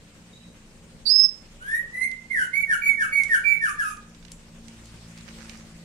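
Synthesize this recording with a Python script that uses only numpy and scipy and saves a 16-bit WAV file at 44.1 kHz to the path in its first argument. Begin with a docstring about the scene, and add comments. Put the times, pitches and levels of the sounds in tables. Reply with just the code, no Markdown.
"""A walled yard, with a songbird off to one side of the microphone. It gives one shrill two-voiced call,
then whistles a phrase: two rising slurs and a run of alternating falling and high notes. Its notes are
gliding sines with overtones and breath, echoed by the yard. Far off, another bird gives one thin note.
Hands wind wire round a potted shrub: filtered noise makes the ticks, a scrape and the leaf rustle.
In the distance an engine hums, a sum of slow-wavering sines, over a low noise rumble."""
import sys
import numpy as np
from scipy import signal
from scipy.fft import rfft, irfft, next_fast_len
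from scipy.io import wavfile
from scipy.ndimage import uniform_filter1d, map_coordinates

SR = 44100
rng = np.random.default_rng(int(sys.argv[2]) if len(sys.argv) > 2 else 0)


def transcribe(u):
    """Save the signal u as a 16-bit wav file named by the first command-line argument.

    u: samples, shape (n,) or (channels, n), limited to [-1, 1]; the rate is SR.
    q: integer samples, one column per channel.
    """
    v = np.clip(np.atleast_2d(u).T, -1, 1)
    q = np.round(v * 32767).astype(np.int16)
    wavfile.write(sys.argv[1], SR, q)


N = 257544
TOP_HZ = 15850  # band limit of the microphone

SHRILL_AT_S, UNDER_AT_S = 1.053, 1.063  # starts of the call's upper and lower voices
# Note levels are those at the bird, before foliage and yard.
# Rising slurs that open the phrase: (t/s, length/s, from f/Hz, to f/Hz, peak level/dB)
RISING_NOTES = [(1.597, .19, 1402, 1920, -23), (1.915, 0.1426, 1958, 2083, -17.5)]
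# Falling notes, f before the steady sag and level before the fade:
# (t/s, length/s, from f/Hz, to f/Hz, middle of the drop after t/s, glide t/s, level/dB)
FALLING_NOTES = [(2.298, 0.16, 2181, 1565, .06, .019, -21.5), (2.672, 0.09, 1888, 1450, 0.047, .01, -21.5),
                 (2.975, .095, 1810, 1320, 0.051, 0.0091, -22.5),
                 (3.288, 0.097, 1910, 1446, 0.052, 0.011, -20.5), (3.606, 0.11, 1812, 1256, .055, .01, -23),
                 (3.776, 0.16, 1734, 1342, 0.041, 0.008, -23.5)]
# High notes between them, f before the sag: (t/s, length/s, f/Hz, scooped from below by f/Hz, peak level/dB)
HIGH_NOTES = [(2.527, .113, 2333, 300, -17), (2.815, 0.12, 2294, 20, -16), (3.115, .105, 2286, 72, -16.5),
              (3.436, 0.12, 2347, 8.1, -18.5)]


def bird():
    """Both sides of the syrinx sound in the shrill call; one alone whistles the phrase."""
    voice = np.zeros(N)
    add(voice, SHRILL_AT_S, shrill_upper())
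    add(voice, UNDER_AT_S, shrill_lower())
    for table, sing in (RISING_NOTES, rising_note), (FALLING_NOTES, falling_note), (HIGH_NOTES, high_note):
        for s, *shape in table:
            add(voice, s, sing(*shape))
    return voice


SHRILL_LENGTH_S = 0.219
SHRILL_LOW_HZ, SHRILL_HIGH_HZ = 4577, 5028
SHRILL_LOW_DB, SHRILL_HIGH_DB = -19, -12
LEAP_AFTER_S, LEAP_GLIDE_S, CLIMB_HZ_PER_S = 0.043, 0.0083, 1350
WARBLE_HZ, WARBLE_DEPTH_HZ = 16.5, 60


def shrill_upper(sag_db_per_s=6, warble_db=0.9):
    """The loud side of the call: husky and low, then a leap to a climbing whistle warbling in pitch and strength."""
    t = clock(SHRILL_LENGTH_S)
    leap = step(t, LEAP_AFTER_S, LEAP_GLIDE_S)
    warble = np.cos(2 * np.pi * WARBLE_HZ * t)
    high_hz = SHRILL_HIGH_HZ + CLIMB_HZ_PER_S * t + WARBLE_DEPTH_HZ * warble
    high_db = SHRILL_HIGH_DB + warble_db * warble - sag_db_per_s * t
    hz = SHRILL_LOW_HZ + leap * (high_hz - SHRILL_LOW_HZ) - droop(t, depth_hz=480, last=0.0064)
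    db = SHRILL_LOW_DB + leap * (high_db - SHRILL_LOW_DB) + gate(t, attack=0.014, release=0.02)
    return note(hz, db, jitter=0.0057, overtone_db=-19.5, rasp=0.3, air_db=-39.5, husky_db=26.5)


UNDER_LENGTH_S, UNDER_GLIDE_S, UNDER_DB = 0.048, 0.018, -26.5
UNDER_FROM_HZ, UNDER_TO_HZ = 3820, 4460


def shrill_lower():
    """The second voice joins briefly under the first: a short rough upward glide."""
    t = clock(UNDER_LENGTH_S)
    hz = UNDER_TO_HZ + (UNDER_FROM_HZ - UNDER_TO_HZ) * np.exp(-t / UNDER_GLIDE_S)
    db = UNDER_DB + gate(t, attack=0.004, release=0.018)
    return note(hz, db, jitter=0.008, overtone_db=12.5, rasp=0.3, air_db=-24.0, husky_db=1)


RISE_BEND = 1.3  # above 1 the pitch levels off
RISE_PEAK_SHARE, RISE_SWELL_DB, RISE_FADE_DB = 0.815, 26, 6  # the note is loudest late


def rising_note(length, from_hz, to_hz, db):
    """A slur that swells as it climbs and levels off."""
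    t = clock(length)
    hz = to_hz + (from_hz - to_hz) * (1 - t / length) ** RISE_BEND
    swell = np.interp(t / length, [0, RISE_PEAK_SHARE, 1], [-RISE_SWELL_DB, 0, -RISE_FADE_DB])
    level_db = db + swell + gate(t, attack=0.022, release=0.016)
    return note(hz, level_db, jitter=0.0089, overtone_db=2.5, rasp=0.12, air_db=-23.5, husky_db=3.5)


def falling_note(length, from_hz, to_hz, middle, glide, db, sag_db_per_s=40, sag_hz_per_s=850):
    """A note that slides down between two pitches, sagging all the while and growing huskier and weaker."""
    t = clock(length)
    hz = from_hz + (to_hz - from_hz) * step(t, middle, glide) - sag_hz_per_s * t
    level_db = db - sag_db_per_s * t + gate(t, attack=0.023, release=0.019)
    return note(hz, level_db, jitter=0.008, overtone_db=-6.0, rasp=0.056, air_db=-19.0, husky_db=6)


SCOOP_S = 0.022  # how quickly a scooped note reaches its pitch
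HIGH_SAG_HZ_PER_S = 650
HIGH_PEAK_SHARE, HIGH_SWELL_DB, HIGH_FADE_DB = 0.46, 4, 10.5


def high_note(length, pitch_hz, scoop_hz, db):
    """A clear whistle that scoops up to its pitch, sags slowly and droops at the end."""
    t = clock(length)
    scooped_hz = pitch_hz - scoop_hz * np.exp(-t / SCOOP_S)
    hz = scooped_hz - HIGH_SAG_HZ_PER_S * t - droop(t, depth_hz=150, last=0.011)
    swell = np.interp(t / length, [0, HIGH_PEAK_SHARE, 1], [-HIGH_SWELL_DB, 0, -HIGH_FADE_DB])
    level_db = db + swell + gate(t, attack=0.019, release=0.0038)
    return note(hz, level_db, jitter=0.0048, overtone_db=-2, rasp=0.033, air_db=-19.5, husky_db=2.2)


# Overtones as shaped by throat and beak, before each note's own offset: (f/Hz, level/dB)
OVERTONE_SHAPE = [(2400, -21.5), (3000, -22), (3700, -34.5), (4500, -31), (5300, -34.5), (6600, -35),
                  (8200, -40.5), (9800, -25.5), (11300, -26.5), (12400, -42), (14000, -53.5),
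                  (15500, -43.5)]
# The voice is husky at the low end of each of its two registers: (pitch f/Hz, roughness/0-1)
HUSKINESS = [(1200, 0.97), (1700, 0.82), (2100, 0.15), (2400, 0.37), (4000, 0.3), (4600, 1), (5100, 0.06)]
# Colour of the air rushing through the syrinx: (f/Hz, relative level/dB per Hz)
BREATH_COLOUR = [(1800, -18.5), (2500, -1.5), (4000, -8), (5400, 8), (8000, -3.5), (10400, 9.5),
                 (12000, -39), (14500, -9.5), (16000, -30)]


def note(hz, db, jitter, overtone_db, rasp, air_db, husky_db):
    """One slur of the syrinx: a gliding sine with overtones, roughened by the air that drives it."""
    size = len(hz)
    pitch = hz * (1 + jitter * wobble(163.1, size))
    husk = along(HUSKINESS, pitch)
    phase = 2 * np.pi * np.cumsum(pitch) / SR + rasp * husk * wobble(1300, size)
    level = amp(db + 2.73 * wobble(100.8, size))
    tone = np.sin(phase)
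    for k in range(2, 10):
        # husky notes have stronger, less steady overtones
        gain_db = along(OVERTONE_SHAPE, k * pitch) + overtone_db + husky_db * husk
        gain = amp(gain_db) * (k * pitch < TOP_HZ)
        tone += gain * np.sin(k * phase + 0.5 * husk * wobble(700, size))
    grid = np.fft.rfftfreq(size, 1 / SR)
    air = irfft(rfft(rng.standard_normal(size)) * amp(along(BREATH_COLOUR, grid)), size)
    return level * (np.sqrt(2) * tone + amp(air_db) * husk ** 2 * unit(air))


# The clearest wire and twig ticks, levels before a common lift:
# (t/s, peak level/dB, centre f/Hz, left-right level/dB)
CLEAR_TICKS = [(2.1151, -38, 4000, -21), (3.235, -29.5, 6900, -2.5), (4.1478, -44, 3400, -22),
               (4.2271, -44.5, 3000, -19), (4.25, -39.5, 3460, -28), (4.2822, -39.5, 2960, -30),
               (4.3177, -33, 7930, 4), (4.682, -39, 3970, -24.5), (5.1856, -40.5, 4400, -7),
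               (5.2086, -42, 2980, -32), (5.2882, -40, 2670, -21), (5.4954, -33, 2830, -11)]
TICK_LIFT_DB = 4.5


def ticks(t60=0.022, octaves=0.84, dull_hz=10500):
    """Wire slips on bark: short dry snaps of decaying noise, each around its own pitch."""
    out = np.zeros((2, N))
    t = np.arange(2048) / SR
    grid = np.fft.rfftfreq(len(t), 1 / SR)
    for s, db, hz, lean_db in CLEAR_TICKS + faint_ticks():
        band = np.exp(-0.5 * (np.log2((grid + 1) / hz) / octaves) ** 2)
        colour = band / (1 + (grid / dull_hz) ** 10)
        # noise common to both sides, plus some of each side's own
        noise = rng.standard_normal(len(t)) + 0.5 * rng.standard_normal((2, len(t)))
        snap = irfft(rfft(noise) * colour) * amp(-60 * t / t60)
        add(out, s, amp(db + TICK_LIFT_DB) * sides(lean_db)[:, None] * snap / np.abs(snap).max())
    return out


WINDING_FROM_S, WINDING_TO_S = 2.5, 5.6
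FAINT_TICK_DB, FAINT_TICK_HZ, FAINT_LEAN_DB = -43, 4120, 1  # level before the lift


def faint_ticks(count=6, spread_db=4, spread_octaves=0.515):
    """Fainter ticks come at random while the wire is wound tight; rows as in the table of clear ticks."""
    rows = []
    for when, strength, height in rng.random((count, 3)):
        s = WINDING_FROM_S + when * (WINDING_TO_S - WINDING_FROM_S)
        db = FAINT_TICK_DB + spread_db * (2 * strength - 1)
        hz = FAINT_TICK_HZ * 2 ** (spread_octaves * (2 * height - 1))
        rows.append((s, db, hz, FAINT_LEAN_DB))
    return rows


# Strokes of wire drawn over the pot's rim: (t/s, half width t/s, peak level/dB)
WIRE_STROKES = [(5.29, .015, -48.5), (5.42, 0.034, -49), (5.57, 0.05, -54)]
# Colour of the scrape: (f/Hz, relative level/dB per Hz)
SCRAPE_COLOUR = [(600, -9), (1400, 5), (2200, 4), (3200, -6), (6000, -3), (10000, -34), (15000, -44)]


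def wire(slip_rate=350):
    """The loose wire catches and slips as it is drawn out: random impulses make a short grainy scrape."""
    strength = rng.uniform(-0.91, 1, N) + 0.48 * rng.uniform(-1, 1, (2, N))
    slips = (rng.random(N) < slip_rate / SR) * strength
    grains = unit(filtered(slips, lambda hz: amp(along(SCRAPE_COLOUR, hz))))
    return swells(WIRE_STROKES) * grains * sides(-28.5)[:, None]


# Leaves and sleeves stirred by the hands, before flutter and crackle:
# (t/s, half width t/s, peak level/dB)
STIR_STROKES = [(3.24, .035, -51), (3.33, 0.11, -53), (5.3, 0.57, -53), (5.44, 0.1, -52.5)]
# Colour of the leaves: (f/Hz, relative level/dB per Hz)
LEAF_COLOUR = [(350, -22.5), (700, -5), (1300, -5), (2600, -4.5), (3600, -7.5), (8600, -9), (10200, -19.5),
               (13000, -23.5), (16000, -34)]
RUSTLE_DB = -56.5  # steady rustle under the strokes


def shrub(crackle_rate=14, crackle_db=13):
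    """The soft rustle of the shrub: patchy noise that flutters in level, flecked with tiny crackles."""
    specks = (rng.random(N) < crackle_rate / SR) * rng.standard_normal((2, N))
    crackle = amp(crackle_db) * filtered(specks, lambda hz: amp(along(LEAF_COLOUR, hz)))
    stir = np.hypot(amp(RUSTLE_DB), swells(STIR_STROKES)) * amp(0.58 * wobble(45))
    return stir * (rush(LEAF_COLOUR, patchy_db=1.67) + 2 * crackle)


FAR_AT_S, FAR_LENGTH_S = 0.33, 0.195
FAR_HZ, FAR_SCOOP_HZ, FAR_DB = 3850, 71, -57.5  # level before the mix with its echo


def far_bird(sag_db_per_s=50):
    """The distant bird's one note: a thin whistle that scoops up to its pitch and weakens."""
    voice, t = np.zeros(N), clock(FAR_LENGTH_S)
    hz = FAR_HZ - FAR_SCOOP_HZ * np.exp(-t / SCOOP_S)
    db = FAR_DB - sag_db_per_s * t + gate(t, attack=0.0019, release=0.02)
    add(voice, FAR_AT_S, note(hz, db, jitter=0.011, overtone_db=-24, rasp=0.3, air_db=-26.5, husky_db=2.5))
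    return voice


# The engine slows a little as it comes nearer: (t/s, mean cycle rate f/Hz, level/dB)
ENGINE_COURSE = [(0, 28.93, -54.5), (3.9, 28.42, -56), (4.4, 28.53, -50.5), (5.5, 28.05, -44.5),
                 (5.84, 27.67, -48.5)]
# Engine orders: (multiple of the cycle rate, relative level/dB)
ENGINE_ORDERS = [(2, -4), (3, -15.5), (4, -5), (6, -2), (8, -1.5), (10, -17.5), (12, -16.5)]
# A second hum: (f/Hz, level/dB before its fade)
SECOND_HUM = [(86.1, -61), (177.6, -58), (209.9, -57), (290.7, -64.5)]
# Fade of that second hum: (t/s, level/dB)
SECOND_HUM_FADE = [(0, -2), (.7, -4), (1.3, -5.5), (3, -6.5)]


def engine():
    """Low orders of a distant engine, each wavering on its way, and a second hum that fades a little."""
    rate, db = curves(ENGINE_COURSE)
    phase = 2 * np.pi * np.cumsum(rate * (1 + 0.0017 * wobble(4.2))) / SR
    hum = np.zeros(N)
    for k, level in ENGINE_ORDERS:
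        hum += amp(level + 3.7 * wobble(4.5)) * np.sin(k * phase + 0.28 * wobble(1.7))
    t = np.arange(N) / SR
    drone = np.zeros(N)
    for hz, level in SECOND_HUM:
        drone += amp(level + 4.1 * wobble(11.0)) * np.sin(2 * np.pi * hz * t + wobble(4.5))
    return amp(db) * unit(hum) + amp(curves(SECOND_HUM_FADE)[0]) * drone


# Colour of the neighbourhood's rumble: (f/Hz, relative level/dB per Hz)
RUMBLE_COLOUR = [(12, -46), (24, 7), (40, -7), (70, -6.5), (130, -9), (165, -1.5), (205, -9.5), (260, -11),
                 (370, -15), (540, -12.5), (720, -24), (1200, -28), (2600, -120)]
RUMBLE_DB, RUMBLE_FOLLOWS = -52, 0.2  # mean level; share of the engine's swell in dB that it takes


def neighbourhood():
    """Low noise rumble that partly follows the engine's swell."""
    engine_db = curves(ENGINE_COURSE)[1]
    level_db = RUMBLE_DB + RUMBLE_FOLLOWS * (engine_db - engine_db.mean())
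    return amp(level_db) * rush(RUMBLE_COLOUR, patchy_db=1.78)


# Decay of the yard's tail: (f/Hz, t60/s)
YARD_DECAY = [(500, 0.25), (1600, 0.48), (2300, 0.53), (5000, 0.36), (12000, 0.23)]
# Strength of the yard's echo: (f/Hz, level/dB)
ECHO_LEVEL = [(1200, -8.5), (1700, 2.5), (2050, 0), (2280, -1), (2650, 6.5), (3500, -1.5), (4400, -7.5),
              (5200, -11), (7000, 6.5), (12000, -3)]


def yard(x, gap=0.0031, early_db=5, early_t60=0.19):
    """Near walls and pots answer densely at once; then a tail, each frequency dying at its own speed."""
    noise = rng.standard_normal((2, SR * 3 // 4))
    hz, t, z = signal.stft(noise, SR, nperseg=256)
    late = amp(-60 * t / along(YARD_DECAY, hz)[:, None])
    early = amp(early_db - 60 * t / early_t60)
    shape = (late + early) * np.minimum(t / gap / 2, 1)
    energy = np.sum(shape ** 2, axis=1, keepdims=True) * t[1] * SR
    shape *= amp(along(ECHO_LEVEL, hz))[:, None] / np.sqrt(energy)
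    tail = signal.istft(z * shape, SR, nperseg=256)[1]
    return signal.fftconvolve(x[None], tail, axes=1)[:, :N]


# Likeness of the two sides in background noise: (f/Hz, left-right correlation)
SIDE_LIKENESS = [(60, 0.85), (150, 0.91), (380, 0.84), (950, 0.35), (2380, -0.0), (5980, 0.0033),
                 (15000, -0.0)]


def rush(spectrum, patchy_db):
    """Stereo noise of rms 1 with patches of random gain in time and frequency."""
    z = signal.stft(rng.standard_normal((2, N)), nperseg=512)[2]
    field = rng.standard_normal(z.shape[1:])
    field = uniform_filter1d(uniform_filter1d(field, 16, 0), 8, 1)
    pair = signal.istft(z * amp(patchy_db * unit(field)), nperseg=512)[1][:, :N]

    def mid_side(hz):
        turn = np.arccos(np.clip(along(SIDE_LIKENESS, hz), -1, 1)) / 2
        return amp(along(spectrum, hz)) * [np.cos(turn), np.sin(turn)]

    mid, side = filtered(pair, mid_side)
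    return unit(np.array([mid + side, mid - side]))


def clock(length):
    """Time since the start of a note."""
    return np.arange(round(length * SR)) / SR


def step(t, middle, glide):
    """A smooth passage from 0 to 1 around the middle."""
    return 0.5 + 0.5 * np.tanh((t - middle) / (2 * glide))


def gate(t, attack, release):
    """Level in dB of a note that opens, holds and closes."""
    return 20 * np.log10(np.clip(np.minimum(t / attack, (t[-1] - t) / release), 1e-4, 1))


def droop(t, depth_hz, last):
    """The pitch lost in a note's last moments, as the pressure gives out."""
    return depth_hz * np.exp((t - t[-1]) / last)


def swells(rows):
    """Gain of overlapping bell-shaped strokes, added in power."""
    t = np.arange(N) / SR
    return np.sqrt(sum((amp(db) * np.exp(-0.5 * ((t - s) / width) ** 2)) ** 2 for s, width, db in rows))


def amp(db):
    """Decibels to gain."""
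    return 10 ** (np.asarray(db) / 20)


def unit(x):
    """Scale to rms 1."""
    return x / np.sqrt(np.mean(x ** 2) + 1e-20)


def along(points, hz):
    """Interpolate (f/Hz, value) points on a log frequency axis."""
    f, v = np.transpose(points)
    return np.interp(np.log(hz + 1), np.log(f + 1), v)


def curves(rows):
    """One value per sample for each column after the time."""
    s, *cols = np.transpose(rows)
    return [np.interp(np.arange(N) / SR, s, c) for c in cols]


def wobble(rate, size=N):
    """A smooth random curve, rate knots a second."""
    knots = rng.standard_normal(int(size * rate / SR) + 4)
    return map_coordinates(knots, [np.arange(size) * rate / SR])


def filtered(x, response):
    """x times a response of frequency."""
    m = next_fast_len(N + SR // 2)
    return irfft(rfft(x, m) * response(np.fft.rfftfreq(m, 1 / SR)), m)[..., :N]


def sides(lean_db):
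    """Left and right gains of mean power 1."""
    pair = amp(np.array([lean_db, -lean_db]) / 2)
    return pair / np.sqrt(np.mean(pair ** 2, axis=0))


def add(track, s, x):
    """Mix x into the track at time s."""
    part = track[..., round(s * SR):][..., :x.shape[-1]]
    part += x[..., :part.shape[-1]]


# The bird's straight path through the foliage: (f/Hz, level/dB)
FOLIAGE = [(1200, -9), (1600, 0.5), (2000, -5), (2300, -3.5), (5200, -2), (7500, -5), (11000, -3)]
# The bird's balance at the microphone: (f/Hz, left-right level/dB)
BIRD_LEAN = [(1250, -5.5), (1700, 2), (2000, -6.5), (2280, -12.5), (2800, -21.5), (4400, -24.5),
             (5200, -17), (7000, 0.5), (11000, 0.5), (15000, -6.5)]


def scene(lag=0.000369):
    """The bird sits off to one side; the left microphone port hears its direct sound a little later."""
    song, distant, snaps = bird(), far_bird(), ticks()

    def straight_path(hz):
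        delay = np.exp(1j * np.pi * hz * lag * np.array([[-1], [1]]))
        return amp(along(FOLIAGE, hz)) * delay

    direct = filtered(song, straight_path)
    near = filtered(direct + yard(song), lambda hz: sides(along(BIRD_LEAN, hz)))
    echoes = yard(amp(5) * distant + amp(-5) * snaps.mean(axis=0))
    small = amp(0.5) * distant + snaps + echoes
    background = (engine() + neighbourhood() + shrub()) * sides(0.34)[:, None]
    return near + small + wire() + background


def record(dry):
    """The microphone keeps nothing above its band limit."""
    return filtered(dry, lambda hz: hz < TOP_HZ)


dry = scene()
out = record(dry)
transcribe(out)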